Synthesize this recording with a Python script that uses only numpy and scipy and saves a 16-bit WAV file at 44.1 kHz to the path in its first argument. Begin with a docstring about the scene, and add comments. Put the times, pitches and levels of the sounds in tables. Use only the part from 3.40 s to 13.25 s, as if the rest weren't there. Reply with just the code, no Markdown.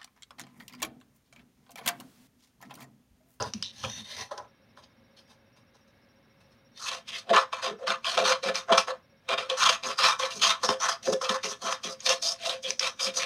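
"""Scissors cutting paper

A sheet of paper is picked up and lined up over a desk: it rustles, booms, flaps, snaps and buzzes once at a loose edge.
Then scissors cut through it close to a small microphone, with about nine bursts of tearing a second.
Dense tiny cracks of random noise drive resonances of the sheet, blades and handles; snaps are short noise bursts.
A small dry room adds its tail and hums behind it, and a thin whine of two sines pulses in the treble."""
import sys
import numpy as np
from scipy import signal
from scipy.fft import rfft, irfft
from scipy.io import wavfile
from scipy.ndimage import uniform_filter1d

SR = 44100
rng = np.random.default_rng(int(sys.argv[2]) if len(sys.argv) > 2 else 0)


def boost_factor(decibels):
    """Convert a level in decibels to a linear amplitude factor."""
    exponent = np.asarray(decibels, float) / 20
    return 10 ** exponent


def master(y):
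    """Save y as 16-bit WAV."""
    cut = np.clip(np.atleast_2d(y).T, -1, 1)
    pcm = np.round(cut * 32767)  # scale
    wavfile.write(sys.argv[1], SR, pcm.astype(np.int16))


N = 434385


def unit(x):
    """Scale to rms 1."""
    return x / np.sqrt(np.mean(x ** 2))


def colour(x, points):
    """Causal minimum-phase filter through (Hz, dB) points, from the folded cepstrum."""
    hz, db = np.transpose(points)
    grid = np.maximum(np.fft.rfftfreq(4096, 1 / SR), 1)
    curve_db = np.interp(np.log(grid), np.log(hz), db)
    cepstrum = irfft(np.log(boost_factor(curve_db)))
    cepstrum[1:2048] *= 2
    cepstrum[2049:] = 0
    response = irfft(np.exp(rfft(cepstrum)))
    return signal.fftconvolve(x, response)[:len(x)]


def cut(x, hz, kind):
    """Steep low- or high-pass."""
    return signal.sosfilt(signal.butter(4, hz, kind, fs=SR, output="sos"), x)


def walk(rate, hop=1):
    """Random levels held 1 / rate s and slewed twice, one value every hop samples; spread near 1."""
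    held = int(SR / rate / hop)
    count = N // hop + 1
    steps = np.repeat(rng.standard_normal(count // held + 1), held)
    slewed = uniform_filter1d(uniform_filter1d(steps, held), held)
    return 1.3 * slewed[:count if hop > 1 else N]


def wander(db, rate):
    """A gain that strays by about db."""
    return np.repeat(boost_factor(db * walk(rate, 16)), 16)[:N] if db else 1


def ring(x, hz, width):
    """One steep resonance: a narrow peak inside a wider one, gain 1 at the centre."""
    for w in (width, 0.37 * hz):
        x = signal.lfilter(*signal.iirpeak(hz, hz / w, fs=SR), x)
    return x


def ring_all(x, modes, gain=0.96, wander_db=0., rate=10.):
    """A body driven by gain * x; each resonance swells and fades alone as the shape changes."""
    x = gain * x
    # share of white power let through
    passed = sum(boost_factor(2 * db) * np.pi * width / SR for hz, width, db in modes)
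    modes_sum = sum(ring(boost_factor(db) * wander(wander_db, rate) * x, hz, width) for hz, width, db in modes)
    return modes_sum / np.sqrt(passed)


FOOT_DB, FOOT_DB_PER_S = -18.5, 450  # a faint slide creeps in before the gesture takes hold


def gains(rows):
    """The gain curve of one layer: every gesture rises, drifts through its hold and fades, in dB per s."""
    def layer(rise, fade, offsets_db):
        out = np.zeros(N)
        for (start, hold, db, swell_db, *_), offset_db in zip(rows, np.broadcast_to(offsets_db, len(rows))):
            first = max(int((start - .1) * SR), 0)
            last = min(int((start + hold + .3) * SR), N)
            span = np.arange(first, last)
            t = span / SR - start
            before = np.minimum(t, 0)
            attack_db = np.maximum(rise * before, FOOT_DB + FOOT_DB_PER_S * before)
            drift_db = swell_db * np.clip(t / hold, 0, 1)
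            shape_db = drift_db + attack_db - fade * np.maximum(t - hold, 0)
            out[span] = np.maximum(out[span], boost_factor(db + offset_db + shape_db))
        return np.abs(uniform_filter1d(out, size=132))  # no gesture starts faster than 3 ms
    return layer


def cracks(rate, spread_db, tail_s, hiss_db, surge_db):
    """Fibres break at random, rate per s, with very uneven sizes, in surges, over a smooth rub."""
    when = rng.random(N) < rate / SR
    size = when * boost_factor(spread_db * np.minimum(rng.exponential(size=N), 3))
    # each break dies away as a burst; bursts add in power
    burst = np.sqrt(signal.lfilter([1], [1, -np.exp(-2 / (tail_s * SR))], size ** 2))
    envelope = (unit(burst) + boost_factor(hiss_db)) * boost_factor(surge_db * walk(60))
    return unit(envelope * rng.standard_normal(N))


# resonances of the crackling sheet: centre_hz, width_hz, level_db
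PAPER_MODES = [(2057, 206, 2.5), (2341, 99, 2.5), (2589, 86, 3), (2750, 59, 1), (3250, 590, -2),
               (3680, 67, 7), (3967, 108, 2.5), (4270, 330, 2), (4900, 320, 2), (5360, 220, 1),
               (5950, 290, 2.5), (6420, 166, 2.5)]


def paper(force, spectrum, plain_db, level, top, patchy_db, rate):
    """The broad crackle of the sheet: a share lies in the top edge, the air above follows both parts."""
    broad = unit(colour(force, spectrum))
    patches = unit(ring_all(broad, PAPER_MODES, wander_db=patchy_db, rate=rate))
    bright = patches + boost_factor(plain_db) * broad
    low = unit(cut(bright, 3740, "low"))
    high = unit(cut(bright, 5370, "high"))
    edge = cut(high, 5930, "low")
    air = cut(high, 8400, "high")
    # the body keeps the power the top edge leaves, and never less than a small share
    body = np.sqrt(np.maximum(level ** 2 - top ** 2, 0.021 * level ** 2))
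    return body * low + top * edge + 0.63 * level ** 0.38 * top ** 0.5 * air


# colour of the room hiss: frequency_hz, level_db
HISS_COLOUR = [(15, -39), (31, -18), (50, -8), (100, -0.5), (250, -3), (310, -8.5), (800, -12.5),
               (2000, -16), (4000, -24), (5600, -28), (6800, -38), (7800, -42), (9000, -36), (15800, -35)]
# low hums and fainter room resonances: centre_hz, width_hz, level_db
ROOM_HUM = [(121, 19, -7), (190, 10, -17.5), (228, 22, -3), (544, 18, -5), (950, 22, -32.5),
            (1653, 53, -16), (2170, 84, -18), (2640, 80, -22), (3740, 230, -25.5)]
# thin treble tones: pitch_hz, level_db (mean level while sounding)
WHINE = [(5213.9, -82.5), (5586.2, -76.5)]
FLOOR_DB = -62.5  # hiss and hum together
WHINE_RATE_HZ, WHINE_CENTRE_S = 14.29, -.0248  # pulses a second; middle of one pulse


def background():
    """Room hiss with low hums, and two thin tones switched on and off about half the time."""
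    t = np.arange(N) / SR
    hiss = unit(colour(rng.standard_normal(N), HISS_COLOUR)) * boost_factor(.6 * walk(6))
    hum = ring_all(rng.standard_normal(N), ROOM_HUM, wander_db=1.5, rate=27.0)
    pulse = np.cos(2 * np.pi * WHINE_RATE_HZ * (t - WHINE_CENTRE_S))
    gate = np.clip(.5 + 4.6 * (pulse - .05), 0, 1)
    whine = sum(boost_factor(db + 2.5 * walk(20)) * np.sqrt(2) * np.sin(2 * np.pi * hz * t) for hz, db in WHINE)
    return boost_factor(FLOOR_DB) * unit(hiss + hum) + gate * whine


# the sheet slides and flexes in the hands: start_s, hold_s, rustle_db, swell_db (over the hold),
# then against the rustle: boom_db, flap_db
HANDLING = [(0., 0.045, -42.5, -2, 14.5, 0), (0.059, 0.028, -41.5, -7, -7, 2),
            (0.143, 0.077, -51.5, -10, -8, 10.5), (0.245, 0.084, -54, -15, -8, -8),
            (0.327, 0.106, -59, 16.5, -11, -11), (0.434, 0.053, -39, -6, 2.5, -2),
            (0.484, 0.12, -44.5, 0, -10.5, -5.5), (.645, 0.099, -49.5, 8.5, -10, -25),
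            (0.767, 0.052, -42, 5.5, -4.5, -15), (.914, 0.048, -46, -16, 17, -9),
            (.978, 0.026, -46.5, -16, 14, -12), (0.997, 0.074, -61, -20.5, 23.5, 10),
            (1.371, .02, -59, -1.5, 7.5, -14), (1.424, .015, -64, 1, 2, -7),
            (1.769, 0.03, -58, -1, -9, -20), (1.876, 0.043, -71, 13, 0.5, -17),
            (2.165, 0.072, -61, -28, 4, -10), (2.346, .1, -65.5, -24, 3, -8),
            (2.478, .015, -70, -6, -4, -10), (3.005, .07, -66, -20, 0, -8), (3.118, .015, -69, -5, -16, 0),
            (3.335, 0.043, -76.5, 26, -9, -16)]
# colour of the rubbed sheet: frequency_hz, level_db (per Hz)
RUSTLE_COLOUR = [(880, -68), (1500, -14), (1590, -4.5), (1830, -2), (2050, -12.5), (2710, -2), (4170, -3.5),
                 (6000, -2.5), (7600, -15), (8900, -15.5), (15700, -36)]
# boom of the bending sheet: centre_hz, width_hz, level_db
BOOM_MODES = [(444, 35, 3), (595, 87, 4), (840, 99, 1.5), (993, 170, 4.5), (1230, 210, -6), (1800, 45, -20)]
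# low flap of the sheet: centre_hz, width_hz, level_db
FLAP_MODES = [(110, 77, -2), (203, 61, -2), (343, 140, -21)]
# slopes in dB per s: the bending sheet dies later than the rub
TOUCH_DB_PER_S, RUB_FADE_DB_PER_S, BEND_FADE_DB_PER_S = 3500, 396, 357
RUB_TOP_DB = -3.5  # top edge against the rustle


def handling():
    """Fingers rub the sheet; it booms and flaps as it bends."""
    layer = gains(HANDLING)
    boom_db, flap_db = np.transpose(HANDLING)[4:]
    rustle, top = (layer(TOUCH_DB_PER_S, RUB_FADE_DB_PER_S, db) for db in (0, RUB_TOP_DB))
    boom, flap = (layer(TOUCH_DB_PER_S, BEND_FADE_DB_PER_S, db) for db in (boom_db, flap_db))
    force = cracks(rate=300, spread_db=5.0, tail_s=0.0027, hiss_db=9, surge_db=1.2)
    rub = paper(force, RUSTLE_COLOUR, -1.6, rustle, top, patchy_db=5.5, rate=12)
    booming = ring_all(force, BOOM_MODES, boom, wander_db=1.5, rate=20.)
    flapping = ring_all(force, FLAP_MODES, flap, wander_db=4)
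    return rub + booming + flapping


def crest(x):
    """Height of the envelope at its strongest millisecond."""
    return np.sqrt(2 * uniform_filter1d(x ** 2, size=44).max())


# single snaps of the sheet: start_s, peak_db, pitch_hz, thud_db (against the peak), decay_s
SNAPS = [(0.0237, -22, 5960, -42, 0.0015), (0.1357, -22, 5670, -20, 0.0017),
         (0.2244, -21, 5370, -25, 0.0028), (0.4375, -27.5, 3100, 5, 0.0053),
         (0.4461, -25.5, 2600, -24, 0.005), (0.9124, -55, 3660, 3, 0.0016),
         (0.9773, -35.5, 5300, -4, 0.002), (1.0465, -58, 2630, -2, 0.0014),
         (1.373, -50.5, 3740, 9.5, 0.0024), (1.436, -49.5, 4890, -17, 0.0068),
         (1.7688, -64, 3900, -20, 0.0017), (2.166, -61, 5810, -6, 0.0017), (3.3746, -41, 5430, -11, 0.0014),
         (3.688, -31.5, 3290, -15, 0.0025), (3.8926, -30, 3210, 2, 0.0016),
         (3.9355, -21.5, 3360, 6.5, 0.0035), (3.9615, -16, 2500, -2, 0.0057),
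         (3.9792, -17.5, 3230, 5, 0.002), (4.131, -43, 3740, -1, 0.002), (4.4783, -21, 4900, -16, 0.001),
         (4.5024, -19.5, 3480, 5, 0.0022), (4.6442, -21.5, 2750, -9.5, 0.0028),
         (4.776, -20, 2920, 2, 0.0025), (5.049, -34, 2590, -3, 0.0012), (5.155, -19, 5550, -23, 0.001),
         (5.2924, -45, 3570, 14.5, 0.0015), (5.3243, -17.5, 3930, -11, 0.0014),
         (5.3758, -20, 3660, 5, 0.003), (5.4818, -32, 2450, 8, 0.0017), (5.888, -22, 2360, -7, 0.0035),
         (6.0985, -17, 3460, -21, 0.0038), (6.2379, -15.5, 4800, -13, 0.0017),
         (6.2924, -15, 4270, 1, 0.0029), (6.4345, -30, 3700, -5, 0.0015), (6.5948, -26, 3060, 3, 0.0041),
         (6.7966, -28, 3600, -12, 0.002), (7.021, -34, 5320, -14, 0.002), (7.232, -27.5, 4010, 6.5, 0.013),
         (7.2887, -25.5, 3580, 14, 0.0019), (7.4424, -37, 3220, 1, 0.0018),
         (7.4867, -24.5, 6000, 6, 0.0038), (7.6739, -34, 3250, 11, 0.00098),
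         (7.7347, -26, 3320, -2, 0.0022), (7.812, -35, 3250, 11, 0.0028), (7.892, -18.5, 3400, -6, 0.0037),
         (8.0419, -25, 5500, -35, 0.0018), (8.325, -22, 2790, 4, 0.00094), (8.4374, -43, 4170, -23, 0.0018),
         (8.603, -31, 6250, -22, 0.0045), (8.6622, -26, 2760, -23, 0.0011),
         (8.6922, -14, 5910, -14, 0.0014), (8.823, -36, 6170, -19, 0.0015),
         (9.0595, -21.5, 3670, -6, 0.002), (9.0939, -18.5, 3640, -15, 0.0042),
         (9.3051, -14.5, 5950, -19, 0.00074), (9.3938, -12.5, 5670, -43, 0.0024),
         (9.6679, -34, 3730, -16, 0.0018)]
# colour of tearing fibres, here and under the scissors: frequency_hz, level_db (per Hz)
TEAR_COLOUR = [(880, -18.5), (1500, -4), (1840, -1.5), (2030, -11), (2360, 1), (2730, -1), (2900, 1.5),
               (3170, 2.5), (4210, -1.5), (4600, 0), (5280, -1.5), (6430, -4), (7170, -6.5), (10200, -21.5),
               (15700, -41)]
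# resonances of the sheet, here and under the scissors: centre_hz, width_hz, level_db
SHEET_MODES = [(936, 74, -11), (1094.5, 130, -1), (1237, 158, -3), (1415, 570, -10.5), (1728, 19, -6.5)]
# first ring of the blades, here and under the scissors: centre_hz, width_hz, level_db
BLADE_RING = [(525.2, 21.4, 0.0069)]
SNAP_RISE_S = .0006


def snaps():
    """A few milliseconds of crack around its own pitch, with a short thud of the sheet and blade ring."""
    out = np.zeros(N + 4096)
    t = np.arange(4096) / SR
    for start, db, hz, thud_db, decay_s in SNAPS:
        envelope = np.exp(-t / decay_s) * (1 - np.exp(-t / SNAP_RISE_S)) ** 2
        burst = rng.standard_normal(len(t)) * envelope
        broad = colour(burst, TEAR_COLOUR)
        crack = ring(broad, hz, 1100) + 0.26 * broad
        thud = sum(boost_factor(d) * ring(burst, f, w) for f, w, d in SHEET_MODES + BLADE_RING)
        i = int(start * SR)
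        out[i:i + len(t)] += boost_factor(db) * (crack / crest(crack) + boost_factor(thud_db) * thud / np.abs(thud).max())
    return out[:N]


# a loose edge buzzes after a flick: start_s, length_s, rate_hz (taps a second), level_db (before the taps' shape)
BUZZ = (.2345, .08, 193, -32)
# resonances of the loose edge: centre_hz, width_hz, level_db
EDGE_MODES = [(3180, 240, 0), (3770, 620, 5), (5400, 860, -4)]


def buzz():
    """Quick regular taps of the edge that fade and then stop."""
    start, length, rate, db = BUZZ
    t = np.arange(N) / SR - start
    each_tap = .12 + np.exp(-(t * rate % 1) / .2)
    taps = each_tap * np.exp(-np.abs(t) / .045) * (t > 0) * (t < length)
    rub = unit(colour(rng.standard_normal(N), RUSTLE_COLOUR))
    return ring_all(rub, EDGE_MODES, boost_factor(db) * taps)


# one row for each stretch of a stroke, or each jerk as the blades stick and slip:
# start_s, hold_s, tearing_db, swell_db (over the hold), then against the tearing: sheet_db, ring_db, second_ring_db
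STROKES = [(3.396, 0.092, -47, 15.5, -5.5, -23, -23), (3.516, 0.066, -35, -11.5, 0, -8, -7),
           (3.682, .02, -36.5, -2.5, -11, -30, -19), (3.72, 0.064, -38, 3.5, -15, -17, -20),
           (3.903, 0.0083, -32, -7, 3, 8.5, 16), (3.938, 0.06, -25, -5.5, 7.5, -3.5, -9),
           (4.13, 0.09, -39, -14.5, 6.5, -9.5, -3), (4.225, 0.049, -36.5, 5, -0.5, -7.5, -2.5),
           (4.39, 0.051, -62.5, 5.5, 9, 19.5, 10), (4.473, 0.056, -33.5, -1.5, 5, -12, -5.5),
           (4.653, 0.1, -33.5, 1.5, -0.5, -15.5, -8), (4.776, 0.042, -28.5, -6, 6, 2.5, 9.5),
           (4.845, 0.079, -27.5, 1.5, 1.5, -4, -12), (5.034, 0.055, -36.5, 5, 1, 5.5, -4),
           (5.149, 0.039, -31.5, -3, -5.5, -12, -13.5), (5.287, 0.029, -51, 6.5, 16.5, 12.5, 20.5),
           (5.326, 0.037, -22.5, -16.5, 7, 1.5, 4.5), (5.382, 0.052, -19.5, -27.5, 0.5, -15, -13),
           (5.478, .03, -41.5, 1, 8.5, 10, 2), (5.889, 0.043, -36, 6.5, 3.5, 0, 0),
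           (5.98, 0.081, -30, -19.5, 2, -1, -8), (6.099, 0.068, -31.5, -18, 1, 3, -10),
           (6.175, 0.058, -31.5, 8.5, 0.5, -25, -21), (6.254, 0.0094, -24, 4, -3.5, -28, -14),
           (6.292, 0.0096, -18, -3.5, -9.5, -19, -6.5), (6.325, 0.0074, -22.5, -2, -3.5, -27, -19),
           (6.436, 0.082, -32, -4.5, -2, -5.5, -11), (6.587, 0.08, -30.5, 9.5, -1, -16.5, -16.5),
           (6.676, 0.049, -23, -8, 1.5, -18, -17), (6.796, 0.064, -32.5, -2, 1.5, -4, -13),
           (6.908, 0.091, -40, 0.5, -9, -19, -15), (7.021, 0.092, -23, 0, -5.5, -24, -16.5),
           (7.235, 0.034, -26.5, -8.5, 0.5, -5.5, -8), (7.29, 0.039, -26.5, -10.5, 4.5, 1, -3),
           (7.403, .055, -35.5, 8.5, 4, -15.5, -9.5), (7.488, 0.039, -26, -9.5, 3, -25, -9.5),
           (7.632, 0.032, -42.5, 9, -20, -18, -10), (7.67, 0.032, -33, -8, 1.5, 10.5, 4.5),
           (7.729, 0.015, -28.5, -14.5, -0.5, 11.5, -14), (7.818, 0.034, -34.5, 3, 3, 0, -9),
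           (7.894, 0.034, -28, -10.5, 5.5, -2, -12), (7.945, 0.01, -33.5, -5.5, 10, 0, -15),
           (8.037, 0.091, -30.5, -9, -3.5, -8.5, -14), (8.22, 0.054, -41, 10, 1.5, -4, -2.5),
           (8.285, 0.046, -35, 2, 4.5, -25, -13), (8.437, 0.09, -35, -9, -7.5, -5.5, -11),
           (8.596, .05, -56.5, 14.5, -12, -15, -16), (8.663, 0.0087, -23, -1, -11, -14, -10.5),
           (8.69, 0.048, -24, -6.5, -4.5, -5.5, -9.5), (8.825, 0.099, -29.5, -5.5, -12, -18, -9),
           (8.989, 0.079, -53.5, 25, -10.5, -13, -2.5), (9.088, 0.051, -28.5, -7.5, -7, -4, -7),
           (9.232, 0.072, -39.5, 8.5, -19, -5.5, -17.5), (9.407, 0.069, -30.5, -0.5, -6.5, -8, -15.5),
           (9.597, 0.076, -34.5, 8.5, -9.5, -9.5, -16), (9.738, 0.038, -43.5, 13.5, -13, -13, -18),
           (9.77, 0.064, -29.5, 1.5, -8.5, -10.5, -17)]
# level of the top edge against the tearing: time_s, level_db
TEAR_TOP = [(3.4, -1), (3.75, -7.5), (3.95, -7), (4.25, -4.5), (4.7, -5.5), (5.1, -3.5), (5.5, -4.5),
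            (6., -11), (6.25, -3.5), (6.75, -4), (7.1, -3.5), (7.5, 0), (7.95, -2), (8.2, 0), (8.7, -4.5),
            (8.87, 3), (9.12, -5.5), (9.3, -1.5), (9.85, -5)]
# the grip squeezes the handles hard and they boom: start_s, hold_s, level_db, swell_db (over the hold)
SQUEEZES = [(3.9, 0.036, -33.5, 1.5), (4.27, 0.057, -43, 0), (4.488, 0.023, -40, -7),
            (4.76, 0.083, -40.5, 6), (5.05, 0.046, -38, -2.5), (5.312, 0.04, -26.5, -15),
            (5.91, 0.089, -38, -10), (6.44, 0.033, -43, -1.5), (6.96, .03, -44, 0.5), (7.232, .04, -41, -9),
            (7.29, 0.023, -19, -17), (7.675, .065, -29, -7.5), (7.9, 0.037, -34, -24),
            (8.043, 0.044, -35.5, -7), (8.234, 0.07, -38, -14), (8.45, .04, -40.5, -7),
            (9.28, .03, -49, -2), (9.67, 0.023, -38, -5)]
# second ring of the blades: centre_hz, width_hz, level_db
SECOND_RING = [(672.7, 26, 0)]
# boom of the handles: centre_hz, width_hz, level_db
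HANDLE_MODES = [(114, 30, -16.5), (201, 58, -3), (426.4, 26.3, 5)]
# slopes in dB per s: the treble dies first, the bending sheet last
BITE_DB_PER_S, TEAR_FADE_DB_PER_S, TOP_FADE_DB_PER_S = 2004, 497.5, 598.5
METAL_FADE_DB_PER_S, SHEET_FADE_DB_PER_S = 399, 348
HANDLES_DB = -25  # lightly held handles against the tearing


def scissors():
    """The strokes drive one tearing force into sheet, blades and handles."""
    layer = gains(STROKES)
    sheet_db, first_db, second_db = np.transpose(STROKES)[4:]
    tear = layer(BITE_DB_PER_S, TEAR_FADE_DB_PER_S, 0)
    top = layer(BITE_DB_PER_S, TOP_FADE_DB_PER_S, 0)
    top_share = boost_factor(np.interp(np.arange(N) / SR, *np.transpose(TEAR_TOP)))
    top = top * top_share * wander(2.5, 35)  # the treble flickers
    handles = boost_factor(HANDLES_DB) * tear + gains(SQUEEZES)(BITE_DB_PER_S, METAL_FADE_DB_PER_S, 0)
    sheet = layer(BITE_DB_PER_S, SHEET_FADE_DB_PER_S, sheet_db)
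    first, second = (layer(BITE_DB_PER_S, METAL_FADE_DB_PER_S, db) for db in (first_db, second_db))
    force = cracks(rate=700, spread_db=4.0, tail_s=0.0028, hiss_db=0.5, surge_db=1.22)
    # the force is shaped before it meets the slow resonances, so these ring on
    metal = ring_all(force, BLADE_RING, first) + ring_all(force, SECOND_RING, second)
    grip = ring_all(force, HANDLE_MODES, handles, wander_db=2.5)
    tearing = paper(force, TEAR_COLOUR, 1.2, tear, top, patchy_db=4.5, rate=26)
    bending = ring_all(force, SHEET_MODES, sheet, wander_db=3, rate=22.)
    return tearing + bending + metal + grip


ROOM_T60_S, ROOM_DB = 0.18, -12.5


def scene():
    """Near sounds plus the short tail of desk and walls, over the background."""
    near = handling() + snaps() + buzz() + scissors()
    t = np.arange(SR // 4) / SR
    tail = rng.standard_normal(len(t)) * boost_factor(-60 * t / ROOM_T60_S) * (t > .002)
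    wet = signal.fftconvolve(near, tail / np.sqrt(np.sum(tail ** 2)))[:N]
    return (near + boost_factor(ROOM_DB) * wet + background())[None]


def roll_off(x):
    """The treble ends steeply here."""
    return signal.sosfilt(signal.butter(12, 15890, fs=SR, output="sos"), x)


def record(dry):
    """The microphone has a dip in the upper treble; a steep low-pass then ends the band near 15.8 kHz."""
    dipped = dry - 0.41 * ring(dry, 7460, 500)
    low_pass = signal.ellip(8, .2, 60, 15800, fs=SR, output="sos")
    heard = signal.sosfilt(low_pass, dipped)
    return roll_off(heard)


dry = scene()
out = record(dry)
master(out)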